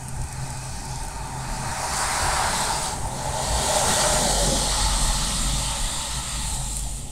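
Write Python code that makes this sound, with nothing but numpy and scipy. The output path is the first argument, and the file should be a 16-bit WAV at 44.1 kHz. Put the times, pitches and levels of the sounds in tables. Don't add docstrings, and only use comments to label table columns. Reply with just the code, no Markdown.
import sys
import numpy as np
from scipy import signal
from scipy.fft import rfft, irfft, next_fast_len
from scipy.io import wavfile
from scipy.ndimage import uniform_filter1d, map_coordinates

SR = 44100
rng = np.random.default_rng(int(sys.argv[2]) if len(sys.argv) > 2 else 0)


def dump_mix(stems):
    frames = np.atleast_2d(stems).T
    limited = np.clip(frames, -1, 1)
    pcm = np.round(limited * 32767).astype(np.int16)
    wavfile.write(sys.argv[1], SR, pcm)


N = 313551

# time in seconds, then the shares of first car approaching,
# first car near, second car near, second car leaving.
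STAGE_SHARES = [(0, 1, 0, 0, 0), (1.2, 1, 0, 0, 0), (2.1, 0, 1, 0, 0), (2.85, 0, 1, 0, 0),
                (3.3, 0, 0, 1, 0), (4.35, 0, 0, 1, 0), (4.8, 0, 0, 0, 1), (7.11, 0, 0, 0, 1)]
# frequency in Hz, relative density in dB.
MIST_SPECTRUM = [(3410, -42), (5800, -6), (8420, 0.5), (8960, -1), (11700, -16), (15000, -25), (15600, -28)]


def amp(db):
    return 10 ** (np.asarray(db) / 20)


def unit(x):
    return x / np.sqrt(np.mean(x ** 2) + 1e-20)


def curves(rows):
    times_s, *columns = np.transpose(rows)
    return [np.interp(np.arange(N) / SR, times_s, column) for column in columns]


def wobble(knots_per_s):
    knots = rng.standard_normal(int(N * knots_per_s / SR) + 4)
    return map_coordinates(knots, [np.arange(N) * knots_per_s / SR])


def filtered(x, response):
    size = next_fast_len(N + SR // 2)
    return irfft(rfft(x, size) * response(np.fft.rfftfreq(size, 1 / SR)), size)[:N]


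def coloured(x, spectrum):
    points_hz, db = np.transpose(spectrum)
    return unit(filtered(x, lambda hz: amp(np.interp(np.log(hz + 1), np.log(points_hz + 1), db))))


def rush(patchy_db):
    bins = signal.stft(rng.standard_normal(N), nperseg=512)[2]
    patches = uniform_filter1d(rng.standard_normal(bins.shape), size=5, axis=0)
    patches = unit(uniform_filter1d(patches, size=16, axis=1))
    return unit(signal.istft(bins * amp(patchy_db * patches), nperseg=512)[1][:N])


def droplets(per_s, spread_db):
    hit = rng.random(N) < per_s / SR
    size = amp(spread_db * np.clip(rng.standard_normal(N), -2, 2))
    return unit(hit * size * rng.choice([-1, 1], N))


def resonance(hz, width_hz):
    narrow = lambda: filtered(rng.standard_normal(N), lambda f: 1 / (1 + (2 * f / width_hz) ** 4))
    phase = 2 * np.pi * np.cumsum(hz * np.ones(N)) / SR
    return unit(narrow() * np.cos(phase) + narrow() * np.sin(phase))


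def surges(rows):
    t = np.arange(N) / SR
    return sum(amp(db) * np.exp(-.5 * ((t - at_s) / half_s) ** 2) for at_s, db, half_s in rows)


def staged(x, spectra):
    return sum(share * coloured(x, spectrum) for share, spectrum in zip(curves(STAGE_SHARES), spectra))


def drive_by(passes):
    t, power = np.arange(N) / SR, np.zeros(N)
    for nearest_s, db, half_width_s, coming, going in passes:
        distance = np.hypot(1, (t - nearest_s) / half_width_s)
        power += (amp(db) / distance ** np.where(t < nearest_s, coming, going)) ** 2
    return np.sqrt(power)


def screened(trunk_db, exit_s, fade_db_per_s):
    trunk_s, hide_s, emerge_s = 3.005, 0.064, 0.24
    t = np.arange(N) / SR
    hidden = np.exp(-.5 * ((t - trunk_s) / np.where(t < trunk_s, hide_s, emerge_s)) ** 2)
    return amp(-trunk_db * hidden - fade_db_per_s * np.maximum(t - exit_s, 0))


def rain(splat_t60_s=.008):
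    # frequency in Hz, relative density in dB.
    wash_spectrum = [(20, -0.5), (55, -3.5), (100, -10), (220, -11), (290, -15), (400, -25), (620, -20.5),
                     (860, -10.5), (1150, -40), (2400, -30.5), (3100, -31), (5000, -48), (8400, -27.5),
                     (11500, -42), (15700, -58)]
    wash = coloured(rush(patchy_db=3), wash_spectrum)
    t = np.arange(SR // 100) / SR
    splat = rng.standard_normal(len(t)) * amp(-60 * t / splat_t60_s)
    patter = signal.fftconvolve(droplets(per_s=90, spread_db=6), splat)[:N]
    return amp(-38.5) * wash + amp(-53) * coloured(patter, MIST_SPECTRUM)


def hum(hz=128.3, floor_db=-45, flutter_db=2.8):
    # centre in seconds, level in dB, half length in seconds.
    swells = [(.085, -31.5, 0.05), (.23, -36, 0.02), (.42, -34, 0.085), (.62, -34.5, 0.053),
              (.93, -35.5, 0.037), (1.393, -32.5, 0.055), (1.64, -36, 0.037), (1.8, -47, 0.18),
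              (2.3, -41.5, 0.056), (3.19, -34.5, 0.2), (3.82, -43, .06), (4.2, -36, 0.074),
              (5.15, -41, 0.067), (5.6, -34.5, 0.099), (6.26, -38.5, 0.072), (6.62, -35, 0.05),
              (6.97, -37, 0.037)]
    phase = 2 * np.pi * hz * np.arange(N) / SR + .42 * wobble(14)
    tone = unit(amp(flutter_db * wobble(28)) * np.sin(phase))
    throb = amp(-45.5) * resonance(hz=52, width_hz=13)
    return np.hypot(amp(floor_db), surges(swells)) * tone + throb


def rumble(deep_floor_db=-36.5, boom_floor_db=-46.5):
    # frequency in Hz, relative density in dB.
    deep_spectrum = [(12, -1), (22, -4), (55, -1), (72, -3.5), (95, -4.5), (125, -13), (170, -16),
                     (260, -69), (600, -120)]
    boom_spectrum = [(82, -32), (140, 1.5), (160, -5), (210, -4.5), (275, -9), (315, -19), (390, -7),
                     (480, -26), (620, -39), (1060, -120)]
    boom_leaving = [(82, -38), (140, -1.5), (162, -5.5), (217, -2.5), (259, -9), (291, -16), (424, -18),
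                    (480, -16.5), (620, -27), (1060, -120)]
    # peak time in seconds, level in dB, half width in seconds,
    # distance exponent coming, exponent going.
    deep_passes = [(3.2, -33, 0.37, 1.9, 2), (4.95, -34, 0.48, 1.5, 1.28)]
    boom_passes = [(2.45, -41, 0.32, 0.72, 0.91), (4.05, -33, 1.16, 4, 2.96)]
    deep_gain = np.hypot(amp(deep_floor_db), drive_by(deep_passes)) * unit(amp(2.9 * wobble(13)))
    boom_gain = np.hypot(amp(boom_floor_db), drive_by(boom_passes)) * amp(1.3 * wobble(16))
    boom = staged(rush(patchy_db=1.66), [boom_spectrum] * 3 + [boom_leaving])
    return deep_gain * coloured(rng.standard_normal(N), deep_spectrum) + boom_gain * boom


def sinking(x, at_s=4.33, glide_s=0.1317, fall_share=.2):
    speed = 1 - fall_share * (1 + np.tanh((np.arange(N) / SR - at_s) / glide_s)) / 2
    return map_coordinates(x, [np.cumsum(speed)], order=3, mode="mirror")


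def tyres():
    # frequency in Hz, relative density in dB.
    tread_first = [(250, -20.5), (430, -12.5), (491, -18), (635, -3), (700, -10.5), (766, 2), (859, -4.5),
                   (959, -2.5), (1100, -20), (1430, -49), (2420, -120)]
    tread_second = [(250, -36), (430, -10), (520, -7), (605, -1.5), (690, -6), (760, -0.5), (866, -1.5),
                    (1000, -6.5), (1100, -13), (1430, -38), (2420, -120)]
    tread_leaving = [(250, -50), (430, -20), (490, -16.5), (540, -9.5), (640, -1.5), (708, -8), (800, 0),
                     (876, -4), (970, -12), (1100, -44), (1430, -37), (2420, -120)]
    air_approach = [(590, -34), (1000, -10), (1090, -3.5), (1200, 3), (1320, -4), (1520, 1.5), (1720, -6),
                    (1880, -2.5), (2130, -8.5), (2350, -6.5), (2560, -1), (2800, -31), (3640, -48),
                    (6160, -120)]
    air_first = [(590, -36), (1000, 1.5), (1070, -1), (1620, -2.5), (1800, -6), (1990, -6), (2800, -17.5),
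                 (3640, -47), (6160, -120)]
    air_second = [(590, -46), (1000, -3.5), (1220, -5.5), (1360, -0.5), (1690, -7), (1880, -1.5),
                  (2180, -9), (2390, -7), (2580, -11.5), (2800, -7), (3640, -44), (6160, -120)]
    air_leaving = [(590, -48), (1000, 1), (1100, -2), (1300, 1.5), (1480, -8), (1680, -9), (1900, -1),
                   (2060, -5), (2400, -7.5), (2600, -8), (2800, -23), (3640, -28), (6160, -120)]
    # peak time in seconds, level in dB, half width in seconds,
    # distance exponent coming, exponent going.
    tread_passes = [(2.38, -28.5, 0.46, 1.84, 2.5), (3.92, -26.5, 0.38, 1.01, 1.27)]
    air_passes = [(.37, -46, 0.74, 4.8, 0.51), (2.25, -27, 0.5, 2.77, 2.6), (4, -30.5, .32, 1.37, 1.22),
                  (4.77, -33.5, 0.25, 4.8, 0.43)]
    approaching, first, second, leaving = curves(STAGE_SHARES)
    roar = lambda spectrum: coloured(rush(patchy_db=1.3), spectrum)
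    tread = np.sqrt(approaching + first) * roar(tread_first)
    tread += np.sqrt(second) * sinking(roar(tread_second))
    tread += np.sqrt(leaving) * roar(tread_leaving)
    air = staged(rush(patchy_db=1.3), [air_approach, air_first, air_second, air_leaving])
    tread *= drive_by(tread_passes) * screened(trunk_db=2.66, exit_s=5.5, fade_db_per_s=5.54)
    air *= drive_by(air_passes) * screened(trunk_db=2.2, exit_s=6.34, fade_db_per_s=22)
    return tread * amp(.5 * wobble(23.94)) + air * amp(.5 * wobble(23.9))


def water():
    # frequency in Hz, relative density in dB.
    spray_approach = [(1590, -38), (2700, -14.5), (3530, -10), (4280, -3.5), (4800, -2.5), (5560, -4),
                      (6600, -7), (8580, -20), (14500, -120)]
    spray_first = [(1530, -29), (2600, -5.5), (3250, -3), (3540, -2), (4470, 2.5), (5670, -1.5),
                   (6600, -14), (8580, -30), (14500, -120)]
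    spray_second = [(1530, -41), (2600, -29), (3000, -2), (3600, 0), (4470, 1), (5400, -4), (6600, -3.5),
                    (8580, -5), (14500, -120)]
    spray_leaving = [(1530, -50), (2600, -4.5), (3200, -0.5), (3750, 1.5), (4300, 1), (4900, -1),
                     (5390, -3.5), (6600, -3), (8580, -32), (14500, -120)]
    mist_leaving = [(3410, -26), (5800, -13), (6620, -11), (7160, -0.5), (7780, -1.5), (8460, 1),
                    (10500, -12), (14500, -27), (15600, -32)]
    # peak time in seconds, level in dB, half width in seconds,
    # distance exponent coming, exponent going.
    spray_passes = [(.77, -44.5, 0.77, 3.1, 3.2), (2.34, -32.5, 0.94, 4.45, 0.99),
                    (4.15, -27.5, 1.14, 3.7, 1.15)]
    mist_passes = [(.72, -42.5, 0.84, 1.6, 1), (2.14, -30, 0.47, 3, 0.47), (3.87, -26.5, 0.47, 4.35, .66)]
    # centre in seconds, level in dB, half length in seconds.
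    spray_swishes = [(.48, -53, 0.036), (.76, -47, .04), (.95, -47, .05), (1.57, -47, .04),
                     (1.95, -42, 0.12), (2.65, -37, 0.072), (2.87, -41, .03), (3.2, -40, 0.027),
                     (4.01, -29, .025), (6.42, -42, 0.054)]
    mist_puffs = [(1.54, -44, .04), (1.97, -35.5, 0.047), (2.61, -32, 0.04), (2.85, -38, 0.029),
                  (4.45, -35, .04), (5.05, -33, 0.055), (5.5, -35, 0.41), (6.5, -34.5, 0.076),
                  (6.75, -42, 0.11), (6.97, -39, 0.035)]
    film_db = 0.41 * wobble(22)
    spatter = amp(-13) * droplets(per_s=3000, spread_db=4)
    sizzle = amp(-6) * droplets(per_s=1400, spread_db=5.5)
    coarse = rush(patchy_db=1.83) + spatter
    fine = rush(patchy_db=1.63) + sizzle
    spray = staged(coarse, [spray_approach, spray_first, spray_second, spray_leaving])
    mist = staged(fine, [MIST_SPECTRUM] * 3 + [mist_leaving])
    spray_gain = drive_by(spray_passes) * screened(trunk_db=11.9, exit_s=6.45, fade_db_per_s=19.6)
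    mist_gain = drive_by(mist_passes) * screened(trunk_db=6.4, exit_s=6.79, fade_db_per_s=21)
    spray *= np.hypot(spray_gain, surges(spray_swishes)) * amp(film_db + 0.16 * wobble(12))
    mist *= np.hypot(mist_gain, surges(mist_puffs)) * amp(film_db + 0.17 * wobble(20))
    return spray + mist


def hollowed(x, low_width_hz=310, high_width_hz=520):
    # time in seconds, centre in Hz, depth in dB (negative boosts).
    low_dip = [(0, 3030, 2), (1.3, 3150, 0), (1.9, 3280, 3), (2.3, 3300, 1), (2.7, 2900, 2.5),
               (3.6, 2650, -1), (4.3, 2550, 3), (4.9, 2470, 6.5), (5.35, 2445, 2), (5.8, 2467, 0.5),
               (7.11, 2430, 0)]
    high_dip = [(.9, 5500, -0.5), (1.3, 5500, 2.5), (1.9, 5650, -2), (2.5, 5760, 2.5), (3.2, 5200, 1.5),
                (3.7, 5400, 0.5), (5.2, 5490, -0.5), (6.1, 5550, 3.5), (6.7, 5400, 2)]
    hz, t, bins = signal.stft(x, SR, nperseg=1024)
    for rows, width_hz in (low_dip, low_width_hz), (high_dip, high_width_hz):
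        times_s, *columns = np.transpose(rows)
        centre_hz, depth_db = [np.interp(t, times_s, column) for column in columns]
        bins *= amp(-depth_db * np.exp(-.5 * ((hz[:, None] - centre_hz) / width_hz) ** 2))
    return signal.istft(bins, SR, nperseg=1024)[1][:N]


def grooves(flutter_db=2):
    # time in seconds, pitch in Hz, relative level in dB.
    main_ring = [(0, 878, -48), (.7, 875, -44.5), (1.3, 894.4, -38), (1.6, 907, -36.5), (2.25, 916, -38),
                 (2.7, 890.5, -30.5), (3.05, 874, -39), (3.35, 849, -32.5), (3.85, 878.5, -32.5),
                 (4.5, 850, -34.5), (4.8, 859, -32.5), (5.15, 879.6, -33.5), (5.42, 891, -46),
                 (5.65, 880, -37), (6.02, 889, -38), (6.3, 883, -43), (6.75, 877, -44.5), (7.11, 881, -71)]
    low_ring = [(3.05, 615, -63), (3.25, 609.5, -33.5), (3.6, 615, -38.5), (4.17, 615, -27.5),
                (4.35, 576.6, -35), (4.54, 550, -32), (4.68, 540, -52.5), (5.6, 559, -45), (7.11, 565, -60)]
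    main_hz, main_db = curves(main_ring)
    low_hz, low_db = curves(low_ring)
    flutter = unit(amp(flutter_db * wobble(40)))
    main = amp(main_db - 2) * resonance(main_hz, width_hz=100)
    low = amp(low_db) * resonance(low_hz, width_hz=52)
    return flutter * (main + low)


def drips(tap_t60_s=.009, leaf_t60_s=.01, splash_t60_s=.06, landing_s=.0003, top_hz=12500):
    # start in seconds, relative peak in dB, leaf ring in Hz.
    drops = [(0.0837, -23, 8650), (0.0905, -27, 8900), (0.1655, -33, 8300), (0.2164, -25, 7500),
             (0.2374, -27, 8800), (0.3267, -24, 8200), (0.5038, -22.5, 8230), (0.5726, -26, 7970),
             (0.855, -26, 8690), (0.9582, -25, 7520), (1.034, -27, 8170), (1.0505, -27, 9010),
             (1.0829, -25, 8110), (1.5184, -31, 7710), (1.936, -20, 9080), (1.9689, -20, 8270),
             (2.606, -19, 8350), (3.0729, -26, 9140), (6.5465, -21, 7900), (6.768, -14, 9300),
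             (6.7925, -21, 8560), (6.8284, -26, 9000)]
    out, t = np.zeros(N + SR), np.arange(SR // 12) / SR
    tap_and_splash = amp(-60 * t / tap_t60_s) + amp(-11 - 60 * t / splash_t60_s)
    for start_s, db, hz in drops:
        snap = rng.choice([-1, 1], len(t)) * tap_and_splash
        tick = signal.lfilter(*signal.iirpeak(hz, Q=3, fs=SR), snap)
        tick += amp(-2 - 60 * t / leaf_t60_s) * np.sin(2 * np.pi * hz * t)
        tick *= 1 - np.exp(-t / landing_s)
        out[round(start_s * SR):][:len(t)] += amp(db + 0.5) * tick / np.abs(tick).max()
    return filtered(out[:N], lambda hz: 1 / np.sqrt(1 + (hz / top_hz) ** 8))


def whistles():
    # start in seconds, end in seconds, first pitch in Hz, last pitch in Hz, level in dB.
    glides = [(.15, 1, 8040, 8060, -51), (4.597, 5.504, 8980, 8310, -44), (4.899, 6.801, 8380, 8273, -46),
              (5.4, 6.7, 7284, 7210, -53), (6.584, 6.952, 7650, 6940, -43.5),
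              (6.602, 6.85, 3995, 4050, -47)]
    t, out = np.arange(N) / SR, np.zeros(N)
    for start_s, end_s, first_hz, last_hz, db in glides:
        progress = np.clip((t - start_s) / (end_s - start_s), 0, 1)
        hz = first_hz + (last_hz - first_hz) * progress
        out += amp(db) * np.sin(np.pi * progress) * resonance(hz, width_hz=120)
    return out


def thumps():
    # centre in seconds, envelope peak in dB, pitch in Hz, half length in seconds.
    swings = [(1.036, -27, 32, .025), (1.511, -25.5, 36, 0.027), (3.54, -23, 55.6, .04),
              (5.423, -23, 30, 0.0248), (5.844, -18.5, 34, 0.018)]
    t = np.arange(N) / SR
    return sum(surges([(at_s, db, half_s)]) * np.sin(2 * np.pi * hz * (t - at_s))
               for at_s, db, hz, half_s in swings)


def thuds(sigma_octaves=0.44):
    # centre in seconds, level in dB, band centre in Hz, half length in seconds.
    bumps = [(1.499, -39, 175, 0.15), (3.2, -41.5, 180, .2), (4.259, -31, 202, 0.044),
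             (4.5, -33.5, 398, 0.03), (4.537, -32.5, 220, 0.055), (4.949, -42.5, 198.8, .15),
             (5.07, -26, 32, 0.067), (5.47, -35, 180, 0.13), (6.6, -34, 26, .11)]
    out = np.zeros(N)
    for at_s, db, hz, half_s in bumps:
        band = lambda f: np.exp(-.5 * (np.log2((f + 1) / hz) / sigma_octaves) ** 2)
        out += surges([(at_s, db, half_s)]) * unit(filtered(rng.standard_normal(N), band))
    return out


def engine(onset_s=.08):
    # time in seconds, firing rate in Hz, level in dB.
    drone = [(3.95, 48.46, -46), (3.98, 48, -32), (4.2, 45.95, -34), (4.35, 45.9, -27.5),
             (5.01, 44.94, -26.5), (5.22, 43.1, -33.5), (5.61, 50, -28.5), (5.79, 53.1, -38),
             (6.09, 52.4, -40), (6.3, 51.9, -32), (6.55, 50.8, -37), (6.68, 50.3, -32.5), (6.95, 49.6, -29),
             (7.11, 48.5, -52)]
    firing_hz, db = curves(drone)
    phase = 2 * np.pi * np.cumsum(firing_hz * (1 + 0.012 * wobble(11))) / SR
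    tone = unit(np.sin(phase) + amp(-28) * np.sin(2 * phase))
    fade_in = np.clip((np.arange(N) / SR - drone[0][0]) / onset_s, 0, 1)
    return fade_in * amp(db + 1.6 * wobble(11)) * tone


def scene():
    road = hollowed(tyres() + water()) + grooves() + whistles()
    mono = road + rumble() + thuds() + thumps() + engine() + hum() + drips() + rain()
    return np.array([mono, mono])


def record(dry, top_hz=15750):
    return np.array([filtered(channel, lambda hz: hz < top_hz) for channel in dry])


dry = scene()
out = record(dry)
dump_mix(out)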